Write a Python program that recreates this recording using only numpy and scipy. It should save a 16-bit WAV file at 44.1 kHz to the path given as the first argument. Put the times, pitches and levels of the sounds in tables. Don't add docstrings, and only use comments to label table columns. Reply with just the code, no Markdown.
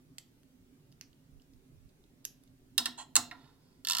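import sys
import numpy as np
from scipy import signal
from scipy.fft import rfft, irfft
from scipy.io import wavfile
from scipy.ndimage import uniform_filter1d

SR = 44100
rng = np.random.default_rng(int(sys.argv[2]) if len(sys.argv) > 2 else 0)


def field_ratio(decibels):
    return 10 ** (np.asarray(decibels, dtype=float) / 20)


def generate_wav(sig):
    pcm = np.round(np.clip(np.atleast_2d(sig).T, -1, 1) * 32767).astype(np.int16)
    wavfile.write(sys.argv[1], SR, pcm)


N = 176400

# freq_hz, level_db per Hz
AIR_SPECTRUM = [(12, -16), (25, -7.5), (200, -15), (450, -20), (900, -29), (2500, -32.5), (13000, -37.5),
                (16500, -37)]
# freq_hz, width_hz, rise_db
MACHINE_HUM = [(140.7, 30, 17), (257.2, 29, 15.5), (285.7, 12, 8.5), (377, 40, 8)]
# freq_hz, correlation (-1 to 1)
AIR_LIKENESS = [(60, 0.75), (240, 1), (950, -0.096), (3770, -0.22), (15000, -0.01)]
# freq_hz, level_db
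AIR_BALANCE = [(60, 0.5), (240, -5), (950, 0.0), (3770, -2.5), (15000, -0.5)]
# start_s, level_db, ring_hz, rattle_ms, ring_share_db
FINGER_TICKS = [(0.183, -28.5, 7550, 4.5, -3), (0.1868, -50, 6400, 2, -1), (.4324, -57, 1660, 1.5, -9),
                (0.917, -60, 4950, 17, 17), (.9245, -52, 3270, 2, 1), (1.0114, -31.5, 4830, 1.1, 0),
                (1.021, -54.5, 2300, 29, 20), (1.1305, -55, 3400, 2, 13), (1.3984, -58.5, 2960, 3, 20),
                (1.4196, -52.5, 5130, 3.2, -9), (1.5357, -55.5, 4980, 2.8, 1), (1.892, -59, 3700, 17, -2),
                (2.0395, -58.5, 3680, 4.7, 6), (2.2444, -48, 6700, 5.3, 0), (2.2516, -22, 6350, 1.3, -11),
                (2.252, -19, 11670, 2.7, 1.5), (2.4367, -50, 10900, 3, 2), (2.476, -55.5, 3830, 6, -10)]
# freq_hz, level_db
TICK_COLOUR = [(500, -16), (1500, -3), (3500, 11.5), (6500, 11.5), (9500, -2.5), (12000, 5), (16500, -44.5)]
# delay_ms, left_db, right_db
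FIRST_ECHOES = [(.45, -12, -20), (1.1, -20, -15), (1.9, -12, -20), (2.8, -17, -17), (3.7, -14, -20)]
# freq_hz, t60_s
ROOM_DECAY = [(250, 1), (1000, 0.31), (4000, .3), (9000, 0.17), (15000, 0.26)]
# middle_s, length_s, level_db
DRAUGHTS = [(1.357, 0.084, -56), (1.543, 0.11, -62), (1.764, 0.088, -58), (1.863, 0.047, -53),
            (2.272, 0.03, -67)]
# start_s, level_db, crack_share_db, deep_share_db, crack_hz
SOCKET_KNOCKS = [
    (2.7790, -11.5, -3.5, -5, 13000),
    (2.857, -18, 1.5, -2, 7800),
    (3.1547, -16.5, 8, 3, 7460),
    (3.1635, -10.5, 2.3, -7.4, 7600),
    (3.3121, -35, 1, 16.5, 2300),
    (3.4431, -65.5, 3, 11, 1900),
    (3.4755, -63, -2, 11, 4300),
]
# freq_hz, level_db, t60_s
BLOCK_MODES = [(709.5, -18, 0.19), (987, -14.5, 0.16), (1030, -15.5, 0.076), (1362.5, -2.5, 0.069),
               (1808, -4, .04), (1933, -8.5, 0.024), (2737, -3, 0.024), (2903, -8, 0.038),
               (3400, -9, 0.051), (3776, 2.5, 0.026), (4163, -1.5, 0.031), (4494, -22, 0.027),
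               (5190, -13, 0.063), (7270, -26, 0.07)]
# freq_hz, level_db
METAL_CLATTER = [(550, -21), (850, -4.5), (1500, -11.5), (2300, -14.5), (4000, -3.3), (6000, -11),
                 (8000, -8), (16500, -32.5)]
# freq_hz, level_db, t60_s
BENCH_MODES = [(99, -30.5, 0.15), (245, -32, 0.25), (308, -32, 0.17), (456, -36, .1)]
# start_s, length_s, level_db, squeak_hz
STEEL_SCRAPES = [
    (2.973, 0.083, -51, 7440),
    (3.33, 0.32, -73, 900),
    (3.575, 0.35, -83.5, 5000),
]
# start_s, level_db
TOOTH_CLICKS = [(3.8489, -27), (3.8709, -22), (3.8857, -20.5), (3.8985, -18.5), (3.9091, -18.5),
                (3.9201, -19), (3.9331, -22), (3.9495, -20), (3.9689, -22), (3.9839, -22), (3.9959, -21.5)]
# freq_hz, width_hz, level_db
PAWL_MODES = [(1730, 300, -11), (3130, 400, -3), (4220, 260, 1.85), (5700, 400, 1), (7430, 600, -1),
              (8500, 200, -3), (11900, 2400, -6.5), (13300, 310, -5.5)]

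SHORT, LONG = 900, 9000
DEEP_BELOW_HZ = 2300


def evened(x):
    return x / np.sqrt(np.mean(x ** 2) + 1e-20)


def peaked(x):
    return x / np.max(abs(x))


def read(points, hz):
    f, value = np.transpose(points)
    return np.interp(np.log(hz + 1), np.log(f + 1), value)


def add(mix, s, sound):
    part = mix[round(s * SR):][:len(sound)]
    part += sound[:len(part)]


def late(x, samples):
    return np.pad(x, (samples, 0))[:len(x)]


def ring(x, hz, width_hz):
    r = np.exp(-np.pi * abs(width_hz) / SR)
    pole = r * np.exp(2j * np.pi * hz / SR)
    return 2 * signal.lfilter([1 - r], [1, -pole], x).real


def air():
    level_db = -62.5
    frames, hz = N // 512 + 5, np.fft.rfftfreq(2048, 1 / SR)
    a, b, c, d, patches = rng.standard_normal((frames, 1025, 5)).T
    patches = uniform_filter1d(patches, size=5, axis=0)
    patches = evened(uniform_filter1d(patches, size=6, axis=1))
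    patches_db = patches * (2.1 + 0.37 * (hz < 600))[:, None]
    shape_db = read(AIR_SPECTRUM, hz)
    for f, width, rise_db in MACHINE_HUM:
        shape_db = shape_db + rise_db / (1 + ((hz - f) / width * 2) ** 2)
    same = np.clip(read(AIR_LIKENESS, hz), -1, 1)[:, None]
    lean = field_ratio(read(AIR_BALANCE, hz) / 2)[:, None]
    left = a + 1j * b
    right = same * left + np.sqrt(1 - same ** 2) * (c + 1j * d)
    z = np.array([left * lean, right / lean]) * field_ratio(shape_db[:, None] + patches_db)
    return field_ratio(level_db) * evened(signal.istft(z, nperseg=2048, noverlap=1536)[1][:, :N])


def rattle(ms):
    t = np.arange(SHORT) / SR
    size, luck = rng.random((2, SHORT))
    cluster = (size - .5) * luck ** 2
    cluster *= np.exp(-t * 2000 / ms) * np.minimum(t / .0002, 1)
    return peaked(cluster) + 1.6 * (np.arange(SHORT) == 8)


def ticks():
    ring_width_hz = 453
    out, hz = np.zeros(N), np.fft.rfftfreq(SHORT, 1 / SR)
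    for s, db, ring_hz, ms, ring_db in FINGER_TICKS:
        drive = rattle(ms)
        snap = evened(irfft(rfft(drive) * field_ratio(read(TICK_COLOUR, hz))))
        part = evened(ring(drive, ring_hz, ring_width_hz))
        add(out, s, field_ratio(db) * peaked(snap + field_ratio(ring_db) * part))
    return out


def room(x):
    start_s, gap = .005, 20
    taps = np.zeros((2, SR // 2))
    at = np.arange(round(start_s * SR), SR // 2 - gap, gap)
    at = at + rng.integers(0, gap, (2, len(at)))
    np.put_along_axis(taps, at, rng.choice([-1., 1.], at.shape), 1)
    taps[1] += 0.59 * taps[0]
    hz, t, z = signal.stft(taps, SR, nperseg=256)
    decay = field_ratio(-60 * t / read(ROOM_DECAY, hz)[:, None])
    tail = signal.istft(z * decay, SR, nperseg=256)[1]
    tail = tail / np.linalg.norm(tail, axis=1)[:, None]
    return signal.fftconvolve(x[None], tail, axes=1)[:, :N]


def draughts():
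    t = np.arange(N) / SR
    band = signal.butter(2, [18, 69], "band", fs=SR, output="sos")
    low = signal.sosfilt(band, rng.standard_normal((2, N)))
    swell = sum(field_ratio(db) * np.exp(-((t - s) / length * 2) ** 2) for s, length, db in DRAUGHTS)
    return evened(low) * swell * field_ratio([[-8], [3]])


def modes(table, deep_db=0, hold=1):
    wobble, swell_turns, strike_spread_db, pitch_spread = 0.84, 8.5, 1.0, 0.0066
    t = np.arange(LONG) / SR
    chance = rng.standard_normal((len(table), 2))
    waver = uniform_filter1d(rng.standard_normal((len(table), LONG)), size=500, axis=1)
    waver = 1 + wobble * evened(waver)
    out = np.zeros(LONG)
    for (hz, db, t60), (a, b), w in zip(table, chance, waver):
        strike_db = db + strike_spread_db * a + deep_db * (hz < DEEP_BELOW_HZ)
        swell = 1 - np.exp(-t * hz / swell_turns)
        tone = np.sin(2 * np.pi * hz * (1 + pitch_spread * b) * t)
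        out += field_ratio(strike_db - 60 * t / (t60 * hold)) * w * swell * tone
    return out


def metal(deep_db, hold=1):
    clatter_db, bright_t60_s, deep_t60_s, deep_rise_s = 1, 0.042, 0.12, 0.0049
    t, hz = np.arange(LONG) / SR, np.fft.rfftfreq(LONG, 1 / SR)
    z = evened(abs(field_ratio(read(METAL_CLATTER, hz)))) * rfft(rng.standard_normal(LONG))
    deep = irfft(z * (hz < DEEP_BELOW_HZ)) * field_ratio(deep_db - 60 * t / (deep_t60_s * hold))
    deep *= 1 - np.exp(-t / deep_rise_s)
    bright = irfft(z * (hz >= DEEP_BELOW_HZ)) * field_ratio(-60 * t / (bright_t60_s * hold))
    body = peaked(modes(BLOCK_MODES, deep_db, hold)) * max(1, field_ratio(deep_db))
    return body + field_ratio(clatter_db) * (deep + bright) / 2


def knocks():
    crack_ms, blow_ms, wide_db = 3.6, .12, -3
    out = np.zeros(N)
    for s, db, crack_db, deep_db, crack_hz in SOCKET_KNOCKS:
        drive = rattle(crack_ms)
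        focus = evened(ring(drive, crack_hz, 0.12 * crack_hz))
        wide = evened(ring(ring(drive, 0.98 * crack_hz, crack_hz), crack_hz, 0.56 * crack_hz))
        add(out, s, field_ratio(db + crack_db) * peaked(focus + field_ratio(wide_db) * wide))
        blow = signal.oaconvolve(rattle(blow_ms), metal(deep_db))
        add(out, s, field_ratio(db) * peaked(blow))
    return out


def thuds():
    out = np.zeros(N)
    for s, db, *_ in SOCKET_KNOCKS:
        add(out, s, field_ratio(db) * modes(BENCH_MODES))
    return out


def scrapes():
    slips_per_s, squeak_db, groan_hz, groan_db = 8800, -2, 890, -4
    out, t = np.zeros(N), np.arange(SR // 2) / SR
    for s, length, db, squeak_hz in STEEL_SCRAPES:
        slips = rng.standard_normal(len(t)) * (rng.random(len(t)) < slips_per_s / SR)
        slips *= np.sin(np.pi * np.minimum(t / length, 1) ** 0.52) ** 1.8
        slips = ring(ring(slips, 3500, 9000), 3500, 9000)
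        body = evened(signal.oaconvolve(slips, metal(1.1, 0.31))[:len(t)])
        squeak = evened(ring(ring(slips, squeak_hz, 1300), squeak_hz, 1300))
        groan = evened(ring(ring(slips, groan_hz, 260), groan_hz, 260))
        stroke = body + field_ratio(squeak_db) * squeak + field_ratio(groan_db) * groan
        add(out, s, field_ratio(db) * np.sqrt(2 * length) * stroke)
    return out


def ratchet():
    snap_ms, bounce_ms, bounce_db, widen_hz = .3, 0.61, -2.5, 900
    teeth_db, block_db = 4, -7
    out = np.zeros(N)
    body = metal(-6, hold=.5)
    for s, db in TOOTH_CLICKS:
        drive = peaked(rattle(snap_ms))
        bounce_s = bounce_ms / 1000 * rng.uniform(0.73, 1.6)
        add(drive, bounce_s, field_ratio(bounce_db) * peaked(rattle(snap_ms)))
        snap = np.zeros(SHORT)
        for k, (hz, width, mode_db) in enumerate(PAWL_MODES):
            snap += (-1) ** k * field_ratio(mode_db) * ring(drive, hz, width + widen_hz)
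        add(out, s, field_ratio(db + teeth_db) * peaked(snap))
        add(out, s, field_ratio(db + teeth_db + block_db) * peaked(signal.oaconvolve(drive, body)))
    return out


def scene():
    right_db, room_db, room_right_db, left_lag = 2.5, -10, .6, 3
    tool = ticks() + knocks() + ratchet() + scrapes()
    low_cut = signal.butter(4, 554, "high", fs=SR, output="sos")
    tool = signal.sosfilt(low_cut, tool) + thuds()
    tool = tool - 0.47 * signal.lfilter(*signal.iirpeak(2300, 5.5, SR), tool)
    direct = np.array([late(tool, left_lag), tool])
    near = direct.copy()
    for ms, echo_left_db, echo_right_db in FIRST_ECHOES:
        near += field_ratio([[echo_left_db], [echo_right_db]]) * late(tool, round(ms * SR / 1000))
    near = near * field_ratio([[-right_db], [right_db]])
    far = field_ratio(room_db) * room(tool) * field_ratio([[-room_right_db], [room_right_db]])
    return near + far + air() + draughts()


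def roll_off(x):
    return signal.sosfilt(signal.butter(12, 16860, fs=SR, output="sos"), x)


def record(dry):
    soft = signal.sosfilt(signal.butter(8, 16000, fs=SR, output="sos"), dry)
    return roll_off(soft)


dry = scene()
out = record(dry)
generate_wav(out)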